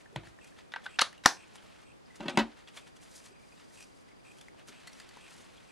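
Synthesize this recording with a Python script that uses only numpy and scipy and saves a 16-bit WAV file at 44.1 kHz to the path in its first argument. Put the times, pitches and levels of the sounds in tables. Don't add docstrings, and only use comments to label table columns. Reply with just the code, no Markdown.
import sys
import numpy as np
from scipy import signal
from scipy.fft import rfft, irfft, next_fast_len
from scipy.io import wavfile
from scipy.ndimage import uniform_filter1d

SR = 44100
rng = np.random.default_rng(int(sys.argv[2]) if len(sys.argv) > 2 else 0)


def to_wav(sig):
    pcm = np.clip(np.atleast_2d(sig), -1, 1) * 32767
    pcm = np.round(pcm).astype(np.int16)
    wavfile.write(sys.argv[1], SR, pcm.T)


def gain_from_db(level_db):
    decades = np.asarray(level_db, float) / 20
    return 10 ** decades


N = 251811


def evened(x):
    return x / np.sqrt(np.mean(x ** 2) + 1e-20)


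def read(points, hz):
    f, value = np.transpose(points)
    return np.interp(np.log(hz + 1), np.log(f + 1), value)


def add(mix, start_s, sound):
    part = mix[round(start_s * SR):][:len(sound)]
    part += sound[:len(part)]


def colour(x, points):
    size = next_fast_len(len(x) + 4096)
    gain = gain_from_db(read(points, np.fft.rfftfreq(size, 1 / SR)))
    return irfft(rfft(x, size) * gain, size)[:len(x)]


def drift(width):
    once = uniform_filter1d(rng.standard_normal(N), int(width))
    return evened(uniform_filter1d(once, int(width)))


def hiss(points, level_db):
    swell = gain_from_db(level_db + 0.18 * drift(6000))
    return swell * evened(colour(rng.standard_normal(N), points))


# pitch_hz [Hz], level_db [dB per Hz]
SHARED_HISS = [(15, -27), (40, 2), (250, 3.5), (800, -1.5), (2400, -8), (10000, -19.5), (12500, -31),
               (16000, -38)]
WIDE_HISS = [(12, -52), (20, -14), (120, 0.5), (255, 1), (800, -7), (6180, -29.5), (10200, -35),
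             (16000, -52.5)]


def camera_hiss():
    return hiss(SHARED_HISS, -63.5), hiss(WIDE_HISS, -56.5)


# time_s [s], level_db [dB]
WHINE_LEVEL = [(0, -90), (2.2, -91), (2.6, -74), (3.3, -70), (4.2, -71.5), (4.7, -75.5), (5.3, -79.5),
               (5.71, -71)]


def camera_whine():
    t = np.arange(N) / SR
    beat = np.cos(2 * np.pi * 24.983 * t - .885 + .4 * drift(900))
    switch = np.clip(.5 + 2.5 * beat, 0, 1)
    whine = np.sin(2 * np.pi * 4800 * t + 0.68 * drift(500))
    return gain_from_db(np.interp(t, *np.transpose(WHINE_LEVEL))) * switch * whine


# pitch_hz [Hz], width_hz [Hz], level_db [dB]
SHELL_RINGS = [(2480, 170, 11), (2700, 220, 6), (3220, 140, 2), (8000, 1000, 3), (8600, 450, -9),
               (10000, 400, -15)]
SEEK_LEVELS = [-63, -58, -60, -64, -59, -68, -70, -58.5, -61, -63.5, -58.5, -61.5]


def camera_motor():
    first_s, every_s, length_s, tooth_s = .408, .4796, .08, .0165
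    u = np.arange(round(length_s * SR)) / SR
    burst = 0.55 + .6 * np.sin(np.pi * u / tooth_s) ** 2
    burst *= signal.windows.tukey(len(u), .15)
    gate = np.zeros(N)
    for k, level_db in enumerate(SEEK_LEVELS):
        add(gate, first_s + k * every_s, gain_from_db(level_db) * burst)
    teeth = rng.standard_normal(N) * gain_from_db(2.5 * drift(37))
    shell = np.zeros(N)
    for hz, width_hz, level_db in SHELL_RINGS:
        ring = signal.filtfilt(*signal.iirpeak(hz, hz / width_hz, SR), teeth)
        shell += gain_from_db(level_db) * evened(ring)
    return gate * evened(shell)


# pitch_hz [Hz], time to fall 60 dB fade_s [s]
ROOM_FADE = [(100, 0.086), (300, 0.27), (1000, 0.22), (3000, 0.18), (6000, 0.21), (12000, 0.22)]
# pitch_hz [Hz], level_db [dB]
WALL_COLOUR = [(100, -8.5), (500, -1.5), (1500, -2), (3500, 0.8), (6000, -3), (10000, 0), (14000, -11.5)]


def room(spots):
    taps = np.zeros((6, SR // 2))
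    jitter = rng.integers(0, 12, (6, (SR // 2 - 181) // 12))
    at = np.arange(180, SR // 2 - 12, 12) + jitter
    np.put_along_axis(taps, at, rng.choice([-1., 1.], at.shape), 1)
    hz, t, z = signal.stft(taps, SR, nperseg=256)
    decay_db = read(WALL_COLOUR, hz)[:, None] - 60 * t / read(ROOM_FADE, hz)[:, None]
    tail = signal.istft(z * gain_from_db(decay_db), SR, nperseg=256)[1]
    tail = tail.reshape(2, 3, -1) / np.linalg.norm(tail[0])
    return signal.oaconvolve(spots[None], tail, axes=2).sum(1)[:, :N]


def all_round(sound):
    z, hz = rfft(sound, 16384), np.fft.rfftfreq(16384, 1 / SR)
    smooth = np.sqrt(abs(uniform_filter1d(abs(z) ** 2, size=500)))
    smooth = smooth * np.exp(-2j * np.pi * hz * .003)
    treble = 1 / (1 + (700 / (hz + 1)) ** 4)
    return irfft(np.sqrt(1 - treble) * z + np.sqrt(treble) * smooth)[:len(sound)]


# pitch_hz [Hz], level_db [dB]
MIC_COLOUR = [(100, 0), (5000, -1.01), (9000, 2.5), (12000, 1.5), (15000, -11)]


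def through_microphone(sound):
    return colour(sound, MIC_COLOUR)


# pitch_hz [Hz], level_db [dB]
SIDE_SHARE = [(60, -11), (250, -13.5), (1000, -15), (3000, -19.5), (5500, -17.5), (8000, -7.5), (14000, -9)]


def near_side(near):
    turned = signal.hilbert(near, next_fast_len(N)).imag[:N]
    return colour(turned + 0.24 * near, SIDE_SHARE)


# peak_s [s], length_s [s], dull_db [dB], bright_db [dB]
BRUSH_STROKES = [(.01, 0.077, -62, -68), (0.162, 0.021, -51, -59), (0.267, 0.14, -56.5, -65),
                 (0.477, 0.26, -63.5, -67), (.59, 0.12, -55, -68), (0.853, 0.089, -52.5, -60.5),
                 (1.147, 0.13, -58, -81), (1.558, 0.1, -54, -61), (2.162, .06, -59, -59.5),
                 (2.593, 0.18, -57.5, -70), (2.687, 0.059, -52.5, -64), (2.776, 0.13, -50, -54.5),
                 (2.88, 0.075, -57, -64.5), (2.966, 0.054, -63.5, -64.5), (3.035, 0.11, -62.5, -62),
                 (3.16, 0.23, -65, -54.5), (3.26, 0.115, -57, -58), (3.75, 0.11, -61.5, -59.5),
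                 (2.22, 0.054, -52, -66), (4.88, 0.033, -62, -57), (3.6, .2, -59, -70),
                 (3.805, .2, -59.5, -59.5), (4.088, .12, -63.5, -74), (4.596, .1, -56, -71),
                 (4.686, 0.048, -51.5, -53.5), (4.997, 0.16, -62, -61), (5.33, 0.56, -78.5, -61.5)]
# start_s [s], length_s [s], dull_db [dB], bright_db [dB]
HELD_SLIDES = [(0.892, .12, -63, -75), (1.025, 0.056, -53, -82), (1.342, .2, -64, -75),
               (1.57, 0.28, -62, -73), (2.06, 0.34, -69.5, -77.5), (2.44, 0.11, -62, -85),
               (3.014, 0.287, -65.5, -74.5), (3.38, 0.66, -75, -72.5), (4.23, 0.265, -69, -71.5),
               (4.676, .8, -59.5, -71), (5.46, .3, -63, -72.5), (0.75, .1, -68.5, -87)]


def pressure():
    rise, fall_db = 0.47, 23
    edge_s, sag_db = 0.015, -0.5
    t, power = np.arange(N) / SR, np.zeros((2, N))
    for peak_s, length_s, *level_db in BRUSH_STROKES:
        u = (t - peak_s) / length_s
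        away = np.maximum(-u / rise, u / (1 - rise))
        power += gain_from_db(2 * (np.c_[level_db] - fall_db * away))
    for start_s, length_s, *level_db in HELD_SLIDES:
        to_edge_s = np.minimum(t - start_s, start_s + length_s - t)
        held = np.clip(to_edge_s / edge_s, 0, 1)
        sag = sag_db * np.clip((t - start_s) / length_s, 0, 1)
        power += held ** 2 * gain_from_db(2 * (np.c_[level_db] + sag))
    return np.sqrt(power)


# pitch_hz [Hz], level_db [dB]
DULL_SCUFF = [(200, -21), (500, -2.5), (1000, -1.5), (2000, 1.5), (3300, -1.06), (4500, -5.5), (6500, -16),
              (12000, -36)]
BRIGHT_SWISH = [(2000, -30.5), (4000, -2), (6000, -1), (8000, -4), (10500, -8.5), (12500, -17),
                (16000, -29)]


def rubbing():
    out = np.zeros(N)
    for strength, tone in zip(pressure(), (DULL_SCUFF, BRIGHT_SWISH)):
        uneven_db = 1.7 * rng.exponential(1, N) + 2.2 * drift(250)
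        slips = rng.standard_normal(N) * gain_from_db(uneven_db)
        out += strength * evened(colour(slips, tone))
    return out


def contact(ms):
    u = np.arange(1, 4097) / SR / (np.clip(ms, .05, 16) / 1000)
    chatter = rng.standard_normal(len(u)) * np.exp(-u) * (1 - np.exp(-6.0 * u))
    z = rfft(chatter)
    return irfft(z / np.sqrt(uniform_filter1d(abs(z) ** 2, size=40)))[:3500]


# start_s [s], level_db (peak) [dB], pitch_hz (ring) [Hz], contact_ms [ms] dull taps of fingers and
# nails on desk and paper, with a faint squeak near 2.4 kHz from 3.3 to 3.5 s
TAPS_OF_FINGERS = [(2.6743, -42, 3370, 3.1), (2.7736, -38.5, 3390, 4.6), (2.845, -60, 2400, 6),
                   (3.31, -52.5, 410, 9), (3.325, -63, 2445, 14), (3.355, -56, 2400, 11),
                   (3.395, -59.5, 2350, 13.4), (3.43, -58, 2350, 12), (3.0, -59.5, 2400, 6),
                   (3.52, -53.5, 2470, 5), (3.705, -55, 1920, 6.2), (4.08, -56.5, 2000, 14),
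                   (4.11, -54, 2183, 7.5), (4.195, -61.5, 2400, 5.7), (4.4837, -40, 2080, 1.65),
                   (4.5451, -51, 904, 3.2), (5.171, -39, 970, 1), (4.874, -41.5, 1990, 4),
                   (5.0, -42.5, 1830, 3), (5.2779, -50, 2480, 4), (5.5781, -49.5, 3330, 3.3)]
INK_AND_PAPER_SNAPS = [(.4429, -47, 2700, 5.2), (.4744, -54, 2100, 3.5), (1.5565, -36, 952, .7),
                       (2.156, -51.5, 6940, 2.5), (2.8734, -60.5, 2650, 3.2), (2.967, -52, 3400, 4.8),
                       (3.0301, -53, 3460, 3), (3.8053, -47.5, 2480, 4), (3.824, -42.5, 5880, 6),
                       (4.3844, -48, 3310, 3.6), (4.4106, -43.5, 3550, 4.9), (4.684, -46, 6500, 5.5),
                       (4.69, -43.5, 397, 6), (1.128, -46, 2900, 1.8), (1.178, -50, 4000, 2.5),
                       (4.872, -38.5, 4410, 5.5), (4.93, -46.5, 5800, 3.5), (4.999, -39, 4900, 3.2),
                       (5.09, -45, 4670, 3.3), (5.4, -55, 6500, 19)]
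CLICKS_OF_CASE = [(.0566, -46, 1760, 3.8), (.126, -49, 440, 9), (.2324, -57.5, 1710, 6.3),
                  (.269, -47.5, 1750, 2.6), (.333, -60, 1840, 2.5), (.388, -45.5, 1790, 1.0),
                  (.41, -54.5, 2650, 2.8), (.522, -56, 1766, 3.4), (.668, -60.5, 2480, 4.2),
                  (1.128, -46.5, 1870, 3.4), (1.1778, -50, 2800, 2), (1.4331, -47.5, 2500, 3.8),
                  (1.5808, -49.5, 3156, 7.6), (2.14, -55, 2000, 16), (2.058, -56, 4930, 2.7),
                  (2.1, -54, 2000, 14)]


def ticks():
    snap_colour = [(250, -10.5), (900, -2.0), (6000, 2), (11000, -7.0), (14000, -22)]  # (Hz, dB)
    groups = (CLICKS_OF_CASE, -15.5), (TAPS_OF_FINGERS, -12.5), (INK_AND_PAPER_SNAPS, 1.5)
    out, t = np.zeros(N), np.arange(800) / SR
    for rows, snap_db in groups:
        for start_s, peak_db, hz, ms in rows:
            force = contact(ms)
            swing = gain_from_db(-60 * t / (.01 + ms / 500)) * np.sin(2 * np.pi * hz * t)
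            ring = signal.fftconvolve(force, swing)[:len(force)]
            snap = evened(colour(force, snap_colour))
            sound = evened(ring) + gain_from_db(snap_db) * snap
            add(out, start_s, gain_from_db(peak_db) * sound / abs(sound).max())
    return out


# start_s [s],
# level_db (peak) [dB], pitch_hz [Hz], time to fall 60 dB fade_s [s]
DAMPED_SWINGS = [(1.2590, -9, 808, .014), (1.2586, -10, 270, .013), (1.2592, -8, 1400, .012),
                 (1.2600, -5, 5770, .006), (1.2586, -7.5, 1810, .018), (1.2598, -11, 3150, .007),
                 (1.2600, -9, 5135, .005), (1.2603, -11, 6200, .004), (1.26005, -12, 1080, .012),
                 (1.2685, -22, 4500, .012), (1.26001, -8, 4400, .006), (1.26, -19, 11000, .003),
                 (1.26, -24, 13400, .003), (1.26, -22, 15200, .002), (2.41, -45, 48, .22),
                 (1.018, -29, 248, .025), (2.2, -55, 44.8, .25), (1.021, -28, 590, .03),
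                 (1.259, -28, 90, .03), (2.357, -41, 2700, .015), (2.283, -29, 3400, .035),
                 (2.281, -36, 2750, .02), (2.43, -43, 300, .25), (1.017, -22, 2760, .02),
                 (.739, -35, 1950, .06), (.761, -34, 1560, .07), (.864, -35, 1520, .06),
                 (2.285, -33, 1900, .04), (2.205, -34, 850, .04), (.161, -31, 1000, .02),
                 (.161, -35, 2000, .015), (.72, -44, 3600, .03), (.84, -52, 3400, .08),
                 (2.374, -22, 228, .2), (2.376, -24, 1050, .06), (2.254, -38, 330, .06)]


def thumps():
    out, t = np.zeros((4, N)), np.arange(SR // 2) / SR
    for k, (start_s, peak_db, hz, fade_s) in enumerate(DAMPED_SWINGS):
        fade = gain_from_db(np.maximum(peak_db - 60 * t / fade_s, -200))
        swing = fade * np.sin(2 * np.pi * hz * t) * np.minimum(2 * hz * t, 1)
        add(out[0], start_s, swing)
        add(out[1 + k % 3], start_s, all_round(swing))
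    return out


def strike(blows, body, crowd_db):
    body = np.array(body)
    out, t = np.zeros((4, N)), np.arange(SR // 4) / SR
    named_hz = body[:, 0]
    crowd_hz = np.linspace(named_hz[0] ** .5, named_hz[-1] ** .5, num=110) ** 2
    hz = np.append(named_hz, crowd_hz)[:, None]
    in_crowd = np.arange(len(hz)) >= len(body)
    level_db = read(body[:, :2], hz) + crowd_db * in_crowd[:, None]
    fade = gain_from_db(np.maximum(-60 * t / read(body[:, ::2], hz), -200))
    no_bass = signal.butter(6, 0.74 * named_hz[0], "high", fs=SR, output="sos")
    for k, (start_s, peak_db, hard, grip, ms) in enumerate(blows):
        spot = rng.uniform(-1, 1, (len(hz), 2))
        share = np.where(in_crowd, spot[:, 0], np.sign(spot[:, 0]))[:, None]
        swing = np.sin(2 * np.pi * hz * grip * (1 + 0.0072 * spot[:, 1:]) * t)
        hard_db = hard * np.log2(np.minimum(hz, 6000) / 1500)
        ring = (share * gain_from_db(level_db + hard_db) * fade * swing).sum(0)
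        sound = signal.sosfilt(no_bass, signal.fftconvolve(contact(ms), ring))
        sound *= gain_from_db(peak_db) / abs(sound).max()
        add(out[0], start_s, sound)
        add(out[1 + k % 3], start_s, all_round(sound))
    return out


# start_s [s], level_db (peak) [dB], hardness [dB per octave],
# grip [factor on pitch], contact_ms [ms]
PAD_BODY = [(59.1, -5, 0.51), (110, 3, 0.24), (146, 11, 0.1), (332, -9.5, 0.37), (630, -0.5, 0.03),
            (1005, 9, 0.018), (1530, -12, 0.028), (2000, 7.5, 0.019), (2940, 4, 0.012), (4100, -2.5, 0.018),
            (6500, -21.5, 0.044), (9660, -22, .01)]
PAD_HITS = [
    (.1605, -22.5, 1.26, 1., 0.78),
    (.233, -46, .1, 0.91, 2.6),
    (.27, -51, .1, 0.95, 8),
]


def ink_pad():
    return strike(PAD_HITS, PAD_BODY, -8.0)


TABLE_BODY = [(195, -34, 0.045), (225.3, 0, .16), (360, -5.5, 0.12), (452, -24, 0.12), (573, -4, 0.084),
              (790, -11.5, 0.12), (942, -4, 0.064), (1528, -10, 0.12), (1926, -6.5, 0.052),
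              (2626, -5, 0.044), (3970, -2, 0.012), (6960, -18.5, 0.025), (9760, -26, 0.017),
              (13600, -30, 0.0081)]
TABLE_HITS = [
    (2.199, -38, -3.5, 1.02, 3.4),
    (2.205, -29, -.8, 1.02, 3.2),
    (2.225, -36, -2, 1, 24),
    (2.253, -30.5, -3.5, 0.99, 16),
    (2.281, -23, -.3, 1, 3.4),
    (2.292, -31.5, 3, 0.91, 9.),
    (2.33, -35.5, -4, 0.94, 19),
    (2.357, -44, -2, 0.85, 3),
    (2.3728, -10, .3, 0.99, 1.6),
    (2.384, -17.5, 0.5, 0.99, 13),
]


def tabletop():
    return strike(TABLE_HITS, TABLE_BODY, -0.5)


LID_BODY = [(660, -18, 0.006), (850, -12, 0.04), (1450, -1, .025), (1570, 3.5, 0.018), (2400, -4.5, 0.0083),
            (2750, -14.5, 0.025), (3550, -4, 0.02), (5370, -15, 0.018), (7730, -33, 0.03),
            (9330, -29.5, 0.0098), (12470, -39, 0.0058)]
LID_HITS = [(.7195, -41, 5, 0.97, 5.4), (.7375, -25, -2, 1.09, 1.3), (.76, -27, -3, 0.99, 1.87),
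            (.84, -57.5, 30, 1.04, 4.8), (.857, -35.5, -4.5, 0.94, 3.2), (.8625, -29, -3.5, 0.98, 0.84),
            (.988, -16, -1, 1.09, 0.6), (.992, -11, 8.5, 1., 0.55), (.9945, -14, -3, 0.98, 1.27),
            (1.007, -18.5, 3, 1.2, 4.8), (1.014, -12, 20, 1.09, 2.4), (1.0168, -10.5, 6.5, 0.82, 2.2),
            (1.236, -36, 6.5, 1.1, 11), (1.2505, -25, -2.5, 1.4, 1.6)]


def lid():
    return strike(LID_HITS, LID_BODY, -5.0)


LATCH_BODY = [(321, -24, .015), (796, -11.5, 0.036), (1460, -2, 0.022), (1911, -6, 0.0063),
              (2900, -7.5, 0.0033), (3570, -8, 0.008), (4600, -3.5, 0.0055), (5517, 5.5, 0.0055),
              (7590, -3, 0.0037), (10000, -14, 0.0052), (11000, -10, 0.0015), (14460, -17, .004)]
LATCH_HITS = [
    (1.2578, -11, -3, .85, .48),
    (1.2598, -3, .25, .99, .12),
    (1.2612, -9, .65, .96, .86),
    (1.2643, -17, -3, .94, .37),
    (1.269, -24, -1, .76, 1.7),
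]


def latch():
    return strike(LATCH_HITS, LATCH_BODY, -8.0)


def scene():
    hits = ink_pad() + tabletop() + lid() + latch() + thumps()
    hits += np.c_[[1, 1, 0, 0]] * (ticks() + rubbing())
    near, echo = through_microphone(hits[0]), room(hits[1:])
    hiss_mid, hiss_side = camera_hiss()
    mid = near + gain_from_db(-14.5) * echo[0] + camera_motor() + camera_whine() + hiss_mid
    side = near_side(near) + gain_from_db(-25.5) * echo[1] + hiss_side
    return np.array([mid + side, mid - side])


def roll_off(x):
    return signal.sosfilt(signal.butter(12, 15800, fs=SR, output="sos"), x)


def record(dry):
    mix = np.clip(dry, -1, 1)
    return roll_off(mix)


dry = scene()
out = record(dry)
to_wav(out)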